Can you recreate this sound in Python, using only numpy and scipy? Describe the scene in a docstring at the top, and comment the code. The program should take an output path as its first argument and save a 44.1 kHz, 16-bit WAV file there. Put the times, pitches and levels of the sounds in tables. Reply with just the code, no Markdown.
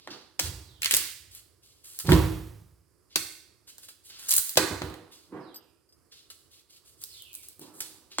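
"""In a hard room, a two-port microphone stands close to a fixed kitchen blade as a raw root is pushed onto it.
The blade saws the skin (noise and dense ticks) and the flesh splits in sharp cracks (band-shaped snaps).
Cut pieces drop and roll in a plastic tray (driven modes) and jolts shake the worktop (low noise).
The steel rings faintly (dying sines) and a far bird whistles falling notes (gliding sines);
early echoes, dense reverberation and quiet room tone surround them."""
import sys
import numpy as np
from scipy import signal
from scipy.fft import rfft, irfft, next_fast_len
from scipy.io import wavfile
from scipy.ndimage import uniform_filter1d

SR = 44100
rng = np.random.default_rng(int(sys.argv[2]) if len(sys.argv) > 2 else 0)


def undo_db(level):
    """Turn decibels back into plain size, where 20 dB means ten times bigger."""
    steps = np.asarray(level, float) / 20
    return 10 ** steps


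def log_audio(samples):
    """Write samples as a 16-bit WAV file to the path given in sys.argv[1]."""
    # one column per channel
    frames = np.atleast_2d(samples).T
    # limit to full scale, then quantise
    limited = np.clip(frames, -1, 1)
    pcm = np.round(limited * 32767).astype(np.int16)
    wavfile.write(sys.argv[1], SR, pcm)


N = 361619

# flesh splitting, blade ticks, hard contacts: t/s, level/dB at 4-8 kHz, then relative to that
# level/dB under 1.8 kHz, level/dB at 1.8-4 kHz, level/dB over 8 kHz
CRACK_EVENTS = [(0.0739, -45, 11.5, 7, -12.5), (0.393, -24.5, -8.5, -0.5, -7),
                (0.3965, -18.5, -15, -9, -2.5), (0.398, -30.5, -18, -7, 0), (0.8201, -26, -26, -4.5, -5),
                (0.8313, -29, -20, 7, -3), (0.8456, -22.5, -27.5, -1, -3.5),
                (0.8581, -19.5, -22.5, 1.5, -8), (0.9102, -21, -21.5, 3.5, 0.5),
                (0.923, -22.5, -29, -5.5, 0.5), (0.9377, -22, -20.5, -9.5, -2.5),
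                (0.9396, -16, -18.5, -1.5, -2), (0.9475, -19, -22.5, -20.5, 2.5),
                (0.9672, -25.5, -18.5, -13, 9.5), (0.9719, -26.5, -12, -5, 4), (1.3498, -51.5, -19, -3, 11),
                (1.9893, -32, -35, -12.5, 4.5), (2.0712, -35.5, -13.5, -4.5, -0.5),
                (2.0911, -42, 21.5, 13.5, -0.5), (2.1192, -26.5, 4.5, 11.5, 0.5),
                (2.1316, -34.5, 8.5, 9.5, -4), (3.1576, -22.5, -15, -4.5, -4.5),
                (3.1581, -19.5, -17, -7, -11.5), (3.1614, -21.5, -7.5, -8.5, -5),
                (3.1649, -38.5, -18, -9, -4), (3.7819, -44, -12.5, -10.5, 1), (4.1948, -46.5, -16, -3.5, 1),
                (4.287, -35.5, -25, -9, 1), (4.2923, -25, -38.5, -19, -1.5), (4.307, -23.5, -25.5, -11, 0),
                (4.3085, -22, -34.5, -17.5, 5.5), (4.3132, -25.5, -33.5, -18, 4),
                (4.317, -24, -29, -5, 5.5), (4.3242, -19, -26, -12, -1), (4.3378, -23, -27.5, -7.5, 7),
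                (4.3528, -31, -20.5, -14.5, 11), (4.3644, -28.5, -24.5, -9.5, 16),
                (4.3685, -32.5, -23, -13.5, 13.5), (4.3803, -28.5, -21, -11.5, 11.5),
                (4.3833, -30, -24, -13, 12), (4.4934, -31.5, -25, -12.5, 3.5), (4.5562, -37, -9.5, 0, -8),
                (4.5718, -16.5, -8, 2.5, -7.5), (4.5738, -13.5, 1, -2, -5.5),
                (4.5755, -21, -4.5, 1.5, -5.5), (4.819, -37, 9, 7.5, -10.5), (4.8992, -52, 0, 5, -1),
                (4.941, -47.5, -8, 5.5, -1), (7.0169, -49.5, -20, -25, 7.5),
                (7.038, -33.5, -34, -23.5, 1.5), (7.2213, -52, -17.5, -16.5, 12),
                (7.3309, -50.5, -29.5, -16, 9), (7.3411, -51, -20, -12, 11), (7.351, -44, -34, -24, 13),
                (7.4854, -45.5, -33, -17, 7), (7.5942, -57.5, 0, -15, 15.5), (7.6156, -53.5, -6, -13, 6.5),
                (8.1847, -21.5, 0, -32, -21)]
# modes of the steel blade: f/Hz, level/dB, t60/s
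STEEL_MODES = [(4678, -7, .12), (4980, 0, .09), (5782, -12, .06), (6702, -14, .06), (7400, -14, .03),
               (8050, -9, .04), (8952, -16, .08), (12110, -8, .1), (12510, -6, .09)]


def read(points, hz):
    """Looks a spectrum up on a log-frequency axis."""
    f, value = np.transpose(points)
    return np.interp(np.log(hz + 1), np.log(f + 1), value)


def evened(x):
    """Scales to rms 1."""
    return x / np.sqrt(np.mean(x ** 2) + 1e-20)


def colour(x, points):
    """Filters by a spectrum in dB."""
    size = next_fast_len(x.shape[-1])
    gain = undo_db(read(points, np.fft.rfftfreq(size, 1 / SR)))
    return irfft(rfft(x, size) * gain, size)[..., :x.shape[-1]]


def add(mix, s, sound):
    """Adds a sound at a time in seconds."""
    part = mix[..., round(s * SR):][..., :sound.shape[-1]]
    part += sound[..., :part.shape[-1]]


def ring(modes, seconds):
    """The impulse response of a set of dying modes."""
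    t = np.arange(round(seconds * SR)) / SR
    return sum(undo_db(db - 60 * t / max(t60, .005)) * np.sin(2 * np.pi * hz * t) for hz, db, t60 in modes)


def diffuse(left, right):
    """Mixes two unrelated signals so that their likeness at the two ports depends on frequency."""
    # left-right likeness of diffuse sound: f/Hz, likeness (0 to 1)
    likeness = [(50, 0.3), (300, 0.12), (800, 1), (2000, 0.44), (16000, 0.17)]
    size = next_fast_len(len(left))
    same = np.clip(read(likeness, np.fft.rfftfreq(size, 1 / SR)), 0, .999)
    a, b = rfft(left, size), rfft(right, size)
    return irfft(np.array([a, same * a + np.sqrt(1 - same ** 2) * b]), size)[:, :len(left)]


def spells(rows):
    """Level and colour in dB over time from overlapping spells, whose powers add.

    Rows: (start s, length s, dB, end dB, 20 dB swell s, 20 dB fade s, colour dB).
    """
    power, tint = np.full(N, 1e-14), np.zeros(N)
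    for s, length, db, end_db, swell_s, fade_s, colour_db in rows:
        # stretched to a 60 dB swell and fade
        swell_s, fade_s = 3 * max(swell_s, .001), 3 * max(fade_s, .001)
        end = s + max(length, 1e-4)
        part = slice(max(round((s - swell_s) * SR), 0), round((end + fade_s) * SR))
        t = np.arange(N)[part] / SR
        own_db = np.interp(t, [s - swell_s, s, end, end + fade_s], [db - 60, db, end_db, end_db - 60])
        own = undo_db(2 * own_db)  # power
        power[part] += own
        tint[part] += own * colour_db
    return 10 * np.log10(power), tint / power


def air():
    """Steady room tone and microphone hiss: coloured diffuse noise, drifting a little in level."""
    # spectrum of the room tone: f/Hz, level/dB per Hz
    tone_spectrum = [(24, -38), (40, -8), (85, 1), (216, -14), (341, -4), (823, -22), (1170, -17),
                     (3830, -34), (4920, -19), (6180, -28), (9240, -21), (15300, -31), (16500, -44)]
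    level_db = -68
    drift_db = 1.2 * evened(uniform_filter1d(rng.standard_normal(N), 8000))
    tone = evened(colour(diffuse(*rng.standard_normal((2, N))), tone_spectrum))
    return undo_db(level_db + drift_db) * tone


def contact():
    """Level and treble share of the blade's strokes plus the short tearing that follows every crack."""
    # spells of blade in contact: t/s, length/s, level/dB at the start, level/dB at the end, treble share/dB
    strokes = [(0.01, 0.13, -54.5, -69, -37), (0.105, 0.24, -42, -75.5, -15),
               (0.418, 0.054, -40.5, -37, -3.5), (0.818, 0.046, -39.5, -39.5, -2),
               (0.868, .04, -45.5, -38.5, 4), (0.912, 0.018, -36.5, -32, -5),
               (0.936, 0.026, -26.5, -27, 1.5), (0.978, 0.14, -36.5, -49.5, -5.5),
               (1.316, 0.078, -51.5, -49, -1.26), (1.633, 0.25, -57, -70, -2.5),
               (1.846, 0.15, -47, -50, -0.5), (2, 0.043, -35.5, -50, -0.5),
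               (2.058, 0.086, -43, -38.5, -11.5), (2.123, 0.044, -38.5, -50, -13.5),
               (3.108, 0.035, -58, -54, -14), (3.158, 0.24, -35.5, -59, 3.5),
               (3.678, 0.078, -45.5, -61, -2), (3.788, 0.067, -55.5, -53, -1),
               (3.831, 0.041, -46.5, -57, -1), (3.887, 0.073, -43.5, -71.5, -2),
               (4.047, 0.053, -53.5, -48.5, -1), (4.101, .08, -49, -49.5, -9.5),
               (4.19, 0.17, -46, -41, -1.5), (4.286, 0.011, -33, -28, 1.5), (4.31, 0.033, -22, -39, 0.3),
               (4.377, 0.034, -26, -40, 0.5), (4.444, 0.061, -39.5, -41.5, -0.3),
               (4.509, 0.072, -48, -59.5, -5.5), (4.59, .04, -37, -39.5, -7),
               (5.122, 0.16, -50.5, -68, -3.5), (5.94, 0.022, -76, -80.5, 8),
               (6.124, 0.14, -48.5, -66, -7.5), (6.302, .006, -40, -44, -2.5),
               (6.306, 0.18, -57, -71.5, -1), (6.515, 0.091, -55.5, -60, -3.5),
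               (6.7, 0.075, -57.5, -55.5, -3), (6.859, 0.085, -53.5, -63, -1),
               (6.976, .05, -63.5, -45.5, -0.5), (7.058, 0.14, -55.5, -52, -3),
               (7.216, 0.31, -61.5, -57.5, -2), (7.358, 0.044, -60.5, -59, 0.5),
               (7.434, 0.041, -46.5, -54.5, -0.5), (7.616, 0.093, -49, -62.5, -3),
               (7.74, 0.055, -53, -49, 0), (7.805, .004, -29, -31, -1), (7.824, 0.28, -45, -77, -2),
               (8.117, 0.07, -47.5, -56.5, -9), (8.192, .01, -29.5, -39, -11)]
    # light strokes ease in, hard ones bite: level/dB, swell/s for 20 dB
    ease_in = [(-48, .014), (-40, .0015)]
    let_go_s = 0.034  # for 20 dB
    tear_db, tear_s, tear_fall_db = -2.5, 0.012, -32
    bite_db, bite_s = np.transpose(ease_in)
    rows = []
    for s, length, db, end_db, high_db in strokes:
        rows.append((s, length, db, end_db, np.interp(db, bite_db, bite_s), let_go_s, high_db))
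    for s, db, _, mid_db, high_db in CRACK_EVENTS:
        top_db = db + max(mid_db / 2, high_db, 0) + tear_db
        rows.append((s, tear_s, top_db, top_db + tear_fall_db, 0, let_go_s / 2, min(high_db, 0) / 2))
    return spells(rows)


def sawing():
    """Dense fibre ticks under the stroke: smooth when light, crunchy when the flesh tears."""
    # spectrum of the scrape: f/Hz, level/dB per Hz
    scrape_spectrum = [(880, -13), (1500, -5.5), (2260, -8.5), (2970, -2.5), (4520, 1.5), (6960, -9),
                       (8090, -14), (14600, -22), (16000, -14.5), (16500, -25.5)]
    level_db, high_db = contact()
    tearing = np.clip((level_db + 45) / 25, 0, 1)
    hits = rng.random(N) < 6000 / SR  # about 6000 ticks a second
    height_db = 3.5 * np.minimum(rng.exponential(1, N), 4)
    ticks = hits * undo_db(height_db) * rng.choice([-1, 1], N)
    drive = (.3 + .7 * tearing) * evened(ticks) + .7 * rng.standard_normal(N)
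    chatter_db = (1.5 + 2.5 * tearing) * evened(uniform_filter1d(rng.standard_normal(N), 300))
    scrape = colour(drive * undo_db(chatter_db), scrape_spectrum)
    # light strokes are thin: they lose the sound below about 2 kHz
    thinness = np.clip((-45 - level_db) / 10, 0, .8)
    scrape = scrape - thinness * colour(scrape, [(1800, 0), (3000, -30)])
    high = colour(scrape, [(4000, -40), (8000, 0)])
    high_share = np.clip(undo_db(high_db), 0, .99)
    low_share = np.sqrt(1 - high_share ** 2)
    strokes = undo_db(level_db) * (high_share * evened(high) + low_share * evened(scrape - high))
    steel_hum = signal.oaconvolve(strokes, ring(STEEL_MODES, .3))[:N]
    return strokes + undo_db(-47) * steel_hum


def cracks():
    """Each crack is one sharp snap inside a millisecond of splintering, with a short fizz after it.

    Its directions average out in the room, which hears an even click.
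    """
    snap_height = 1.8  # against the splintering
    pan_db = 2.5  # cracks scatter left and right along the root
    lag_spread = 3  # samples, random late arrival at the right port
    out, far, t = np.zeros((2, N)), np.zeros(N), np.arange(500) / SR
    noise = rng.standard_normal((len(CRACK_EVENTS), len(t)))
    splinter_and_fizz = np.exp(-t / .0006) + .2 * np.exp(-t / .0025)
    shape = np.minimum(t / .0003, 1) * splinter_and_fizz
    snap = snap_height * (np.arange(len(t)) == 10)
    edges = (400, 1800, 4000, 8000, 17000)  # Hz
    bands = [signal.butter(3, pair, "band", fs=SR, output="sos") for pair in zip(edges, edges[1:])]
    clicks = [signal.sosfilt(band, snap) for band in bands]
    clicks = [click / np.std(click[:70]) for click in clicks]
    for (s, db, low_db, mid_db, high_db), z in zip(CRACK_EVENTS, noise):
        gains = undo_db(db + np.array([low_db, mid_db, 0, high_db]))
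        parts = [signal.sosfilt(band, z * shape + snap) for band in bands]
        crack = sum(gain * part / np.std(part[:70]) for gain, part in zip(gains, parts))
        pan = undo_db(pan_db * z[0] * np.array([[.5], [-.5]]))
        late = np.roll(crack, round(lag_spread * abs(z[1])))
        add(out, s, pan * np.array([crack, late]))
        add(far, s, sum(gain * click for gain, click in zip(gains, clicks)))
    return out, far


def tray():
    """Soft blows and a rolling rub both drive the same plastic modes; heavy pieces move the lowest one."""
    # modes of the plastic tray: f/Hz, level/dB, t60/s when struck
    modes = [(164.5, -6.5, 0.23), (251.5, -15, 0.27), (316.4, -4.5, 0.4), (365, 1.5, 0.11),
             (390, -8, 0.082), (473, -13.5, 0.19), (575, -21.5, 0.027), (630, -14.5, 0.051),
             (800, 4, 0.006), (900, -11, 0.035)]
    # pieces landing in the tray: t/s, peak level/dB ahead of the bass cut, contact time/ms
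    blows = [(0.933, -33, 0.98), (2.043, -35.5, 5.4), (2.082, -5.5, 6.9), (2.12, -4.5, 2.84),
             (2.236, -19.5, 4.5), (2.303, -26, 3.2), (3.157, -30, 1.3), (4.557, -34, 3.6),
             (4.571, -51, 4.1), (4.7, -56, 2.4), (4.815, -23, 2.5), (4.865, -54, 4.5), (5.319, -44.5, 1.5),
             (5.35, -44, 1.5), (7.592, -43.5, 1.6), (7.612, -41.5, 1.8), (7.64, -59, 1.9)]
    # pieces rocking to rest: t/s of the strongest moment, level/dB, swell/dB per s, fade/dB per s,
    # lowest mode level/dB against the others
    rolls = [(0.079, -49, 2500, 118, -40), (0.122, -47, 305, 190, -16.5), (0.393, -47, 3299, 68, -3),
             (2.049, -42.5, 2500, 278, 7.5), (2.091, -21, 1607, 159, 5), (2.132, -27, 497, 210, -2),
             (2.199, -40, 330, 78, 10), (4.574, -24, 3002, 189.5, -17.5), (4.715, -30, 900, 400, -12.5),
             (4.83, -36.5, 1499.5, 208, -9), (4.879, -44, 800, 86.5, -12.5), (5.323, -40.5, 2002, 142, -24),
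             (5.361, -40.5, 356, 111, -22), (7.62, -52.5, 900, 39, -16), (8.19, -35, 2496, 483, -43)]
    body, out = ring(modes, .6), np.zeros(N)
    for s, db, push_ms in blows:
        push = np.hanning(max(round(push_ms * SR / 1000), 4))
        blow = signal.fftconvolve(body, push)
        add(out, s, undo_db(db) * blow / abs(blow).max())
    rows = [(s, 0, db, db, 20 / swell, 20 / fade, low_db) for s, db, swell, fade, low_db in rolls]
    rock_db, lowest_db = spells(rows)
    rub = rng.standard_normal(N) * uniform_filter1d(undo_db(rock_db), 200)
    damped = [(hz, db, 0.36 * t60) for hz, db, t60 in modes]  # the pieces lying in it damp the tray
    lowest, upper = ring(damped[:1], 0.2), ring(damped[1:], .3)
    out += signal.oaconvolve(rub * undo_db(lowest_db), lowest / np.linalg.norm(lowest))[:N]
    out += signal.oaconvolve(rub, upper / np.linalg.norm(upper))[:N]
    skin_spectrum = [(200, -16.0), (500, 2.5), (1500, -24.5), (3000, -9.5), (8000, -34.5)]
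    skin = undo_db(-32.5) * colour(rub, skin_spectrum)
    bass_cut = signal.butter(3, 130, "high", fs=SR, output="sos")  # too small for deep bass
    return signal.sosfilt(bass_cut, out + skin)


def shake():
    """Low lumpy vibration through the stand: coloured noise, nearly alike in both ports."""
    # jolts that shake the worktop under the microphone: t/s of the strongest moment, level/dB,
    # fade/s for 20 dB (1 ms at least)
    jolts = [(0.436, -38, 0.33), (0.472, -40, 0.01), (0.802, -56, 1.1), (2.056, -28.5, -0.0743),
             (2.097, -20.5, 0.3172), (2.135, -23, 0.13), (3.167, -50, 0.14), (4.342, -55, 0.15),
             (4.572, -36.5, 0.11), (4.72, -38.5, 0.16), (4.835, -38.5, 0.15), (6.998, -65.5, 0.8),
             (7.62, -66.5, 0), (8.186, -58.5, 2.7)]
    # spectrum of the vibration: f/Hz, level/dB per Hz
    rumble_spectrum = [(20, -36), (35, -21), (60, 2.5), (100, 3.5), (140, -7.5), (250, -36)]
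    jolt_s = .011  # for a 20 dB swell
    same = .97  # left-right likeness
    level_db = spells([(s, 0, db, db, jolt_s, fade_s, 0) for s, db, fade_s in jolts])[0]
    a, b = rng.standard_normal((2, N))
    pair = np.array([a, same * a + np.sqrt(1 - same ** 2) * b])
    low = evened(colour(pair, rumble_spectrum))
    return low * undo_db(level_db + np.array([[-2.0], [2.0]]))


def bird():
    """A falling, slightly hoarse whistle: a sine whose glide slows towards its end pitch."""
    # falling whistles: t/s, length/s, glide time constant/s, loudest after/s, level/dB
    whistles = [(0.597, 0.19, 0.13, 0.1, -57.5), (5.385, 0.34, 0.12, 0.092, -59.5),
                (7.072, 0.36, 0.1, 0.11, -49.5)]
    top_hz, end_hz = 5540, 2150
    swell_s, fade_s = 0.75, 0.21  # for 20 dB
    out = np.zeros(N)
    wobble = 1 + .028 * evened(uniform_filter1d(rng.standard_normal(N), 150))
    for s, length, glide_s, loudest_s, db in whistles:
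        t = np.arange(round(length * SR)) / SR
        glide_hz = end_hz + (top_hz - end_hz) * np.exp(-t / glide_s)
        hz = glide_hz * wobble[round(s * SR):][:len(t)]
        level = undo_db(db - 20 * np.maximum((loudest_s - t) / swell_s, (t - loudest_s) / fade_s))
        whistle = np.sin(2 * np.pi * np.cumsum(hz) / SR)
        add(out, s, level * signal.windows.tukey(len(t), .1) * whistle)
    return out


def steel():
    """Light grazing touches leave the free blade ringing; the place touched favours low or high modes."""
    # touches that ring the blade: t/s, peak level/dB, level/dB of the modes over 10 kHz against the rest
    touches = [(4.4938, -29, 18), (5.5446, -37, -3.5), (5.5597, -32, 0), (5.891, -51.5, -5),
               (5.9252, -48, -10), (7.3491, -53.5, -1)]
    graze_s = .004
    out, graze = np.zeros(N), np.hanning(round(graze_s * SR))
    noise = rng.standard_normal((len(touches), len(graze)))
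    for (s, db, high_db), z in zip(touches, noise):
        modes = [(hz, mode_db + high_db * (hz > 10000), t60) for hz, mode_db, t60 in STEEL_MODES]
        blade = signal.fftconvolve(ring(modes, .3), z * graze)
        add(out, s - graze_s / 2, undo_db(db) * blade / abs(blade).max())
    return out


def nearby(x):
    """Tray walls, hands and worktop throw a few early echoes, other ones at each port."""
    taps = np.zeros((2, 900))
    at, sign = rng.integers(20, 900, (2, 12)), rng.choice([-1., 1.], (2, 12))  # at: samples
    np.put_along_axis(taps, at, sign * undo_db(-10.5 - 16 * at / 900), 1)  # later ones are weaker
    echoes = signal.oaconvolve(x, taps, axes=1)[:, :N]
    return x + signal.lfilter(*signal.butter(2, 350, "high", fs=SR), echoes)


def room(x, gap_s, count=3):
    """Dense reflections, each band dying at its own speed; small moves of the source change their pattern."""
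    # reverberation time: f/Hz, t60/s
    decay_times = [(100, 0.29), (260, 0.78), (700, 0.46), (1840, 0.65), (4850, 0.66), (12800, 0.5)]
    # spectrum of the reverberation at its start: f/Hz, level/dB
    tail_spectrum = [(100, -32.5), (500, 4), (1500, 8.5), (4000, 6.5), (6500, 5), (9000, 8), (16000, 6.5)]
    out, phase = 0, 2 * np.pi * 7 * np.arange(N) / SR  # the pattern turns at 7 Hz
    for k in range(count):
        hz, t, z = signal.stft(diffuse(*rng.standard_normal((2, SR))), SR, nperseg=256)
        t60 = np.maximum(read(decay_times, hz), .05)[:, None]
        decay = undo_db(read(tail_spectrum, hz)[:, None] - 60 * t / t60)
        tail = signal.istft(z * decay, SR, nperseg=256)[1]
        tail = tail * np.clip(np.arange(tail.shape[1]) / SR / gap_s, 0, 1)  # builds up over gap_s
        share = np.sqrt(2 / count) * np.cos(phase + np.pi * k / count)
        out = out + signal.fftconvolve((share * x)[None], tail / np.linalg.norm(tail[0]), axes=1)[:, :N]
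    return out


def scene():
    """Near sources reach the left port first; the room, a little louder at the right port, surrounds them."""
    right_lag = 4  # samples
    right_db = 6.5  # right port over left, for room sound and air
    (snaps, clicks), blade, rings, pieces = cracks(), sawing(), steel(), tray()
    near = snaps + (blade + rings) * undo_db(np.array([[-3.0], [-2.0]]))
    near = near + pieces * undo_db(np.array([[-2.5], [1.5]]))
    near[1] = np.roll(near[1], right_lag)
    sent = undo_db(-5.5) * clicks + undo_db(-18) * rings + undo_db(-10.0) * blade + undo_db(3.0) * pieces
    wet = room(sent + bird(), gap_s=0.003)  # the far bird is heard through the room alone
    return nearby(near) + shake() + (wet + air()) * undo_db(right_db * np.array([[-.5], [.5]]))


def roll_off(x):
    """The treble ends steeply here."""
    return signal.sosfilt(signal.butter(12, 17020, fs=SR, output="sos"), x)


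def record(dry):
    """The microphone loses the deepest bass; the highest peaks are gently rounded."""
    heard = signal.sosfilt(signal.butter(4, 45, "high", fs=SR, output="sos"), dry)
    return roll_off(np.tanh(heard))


dry = scene()
out = record(dry)
log_audio(out)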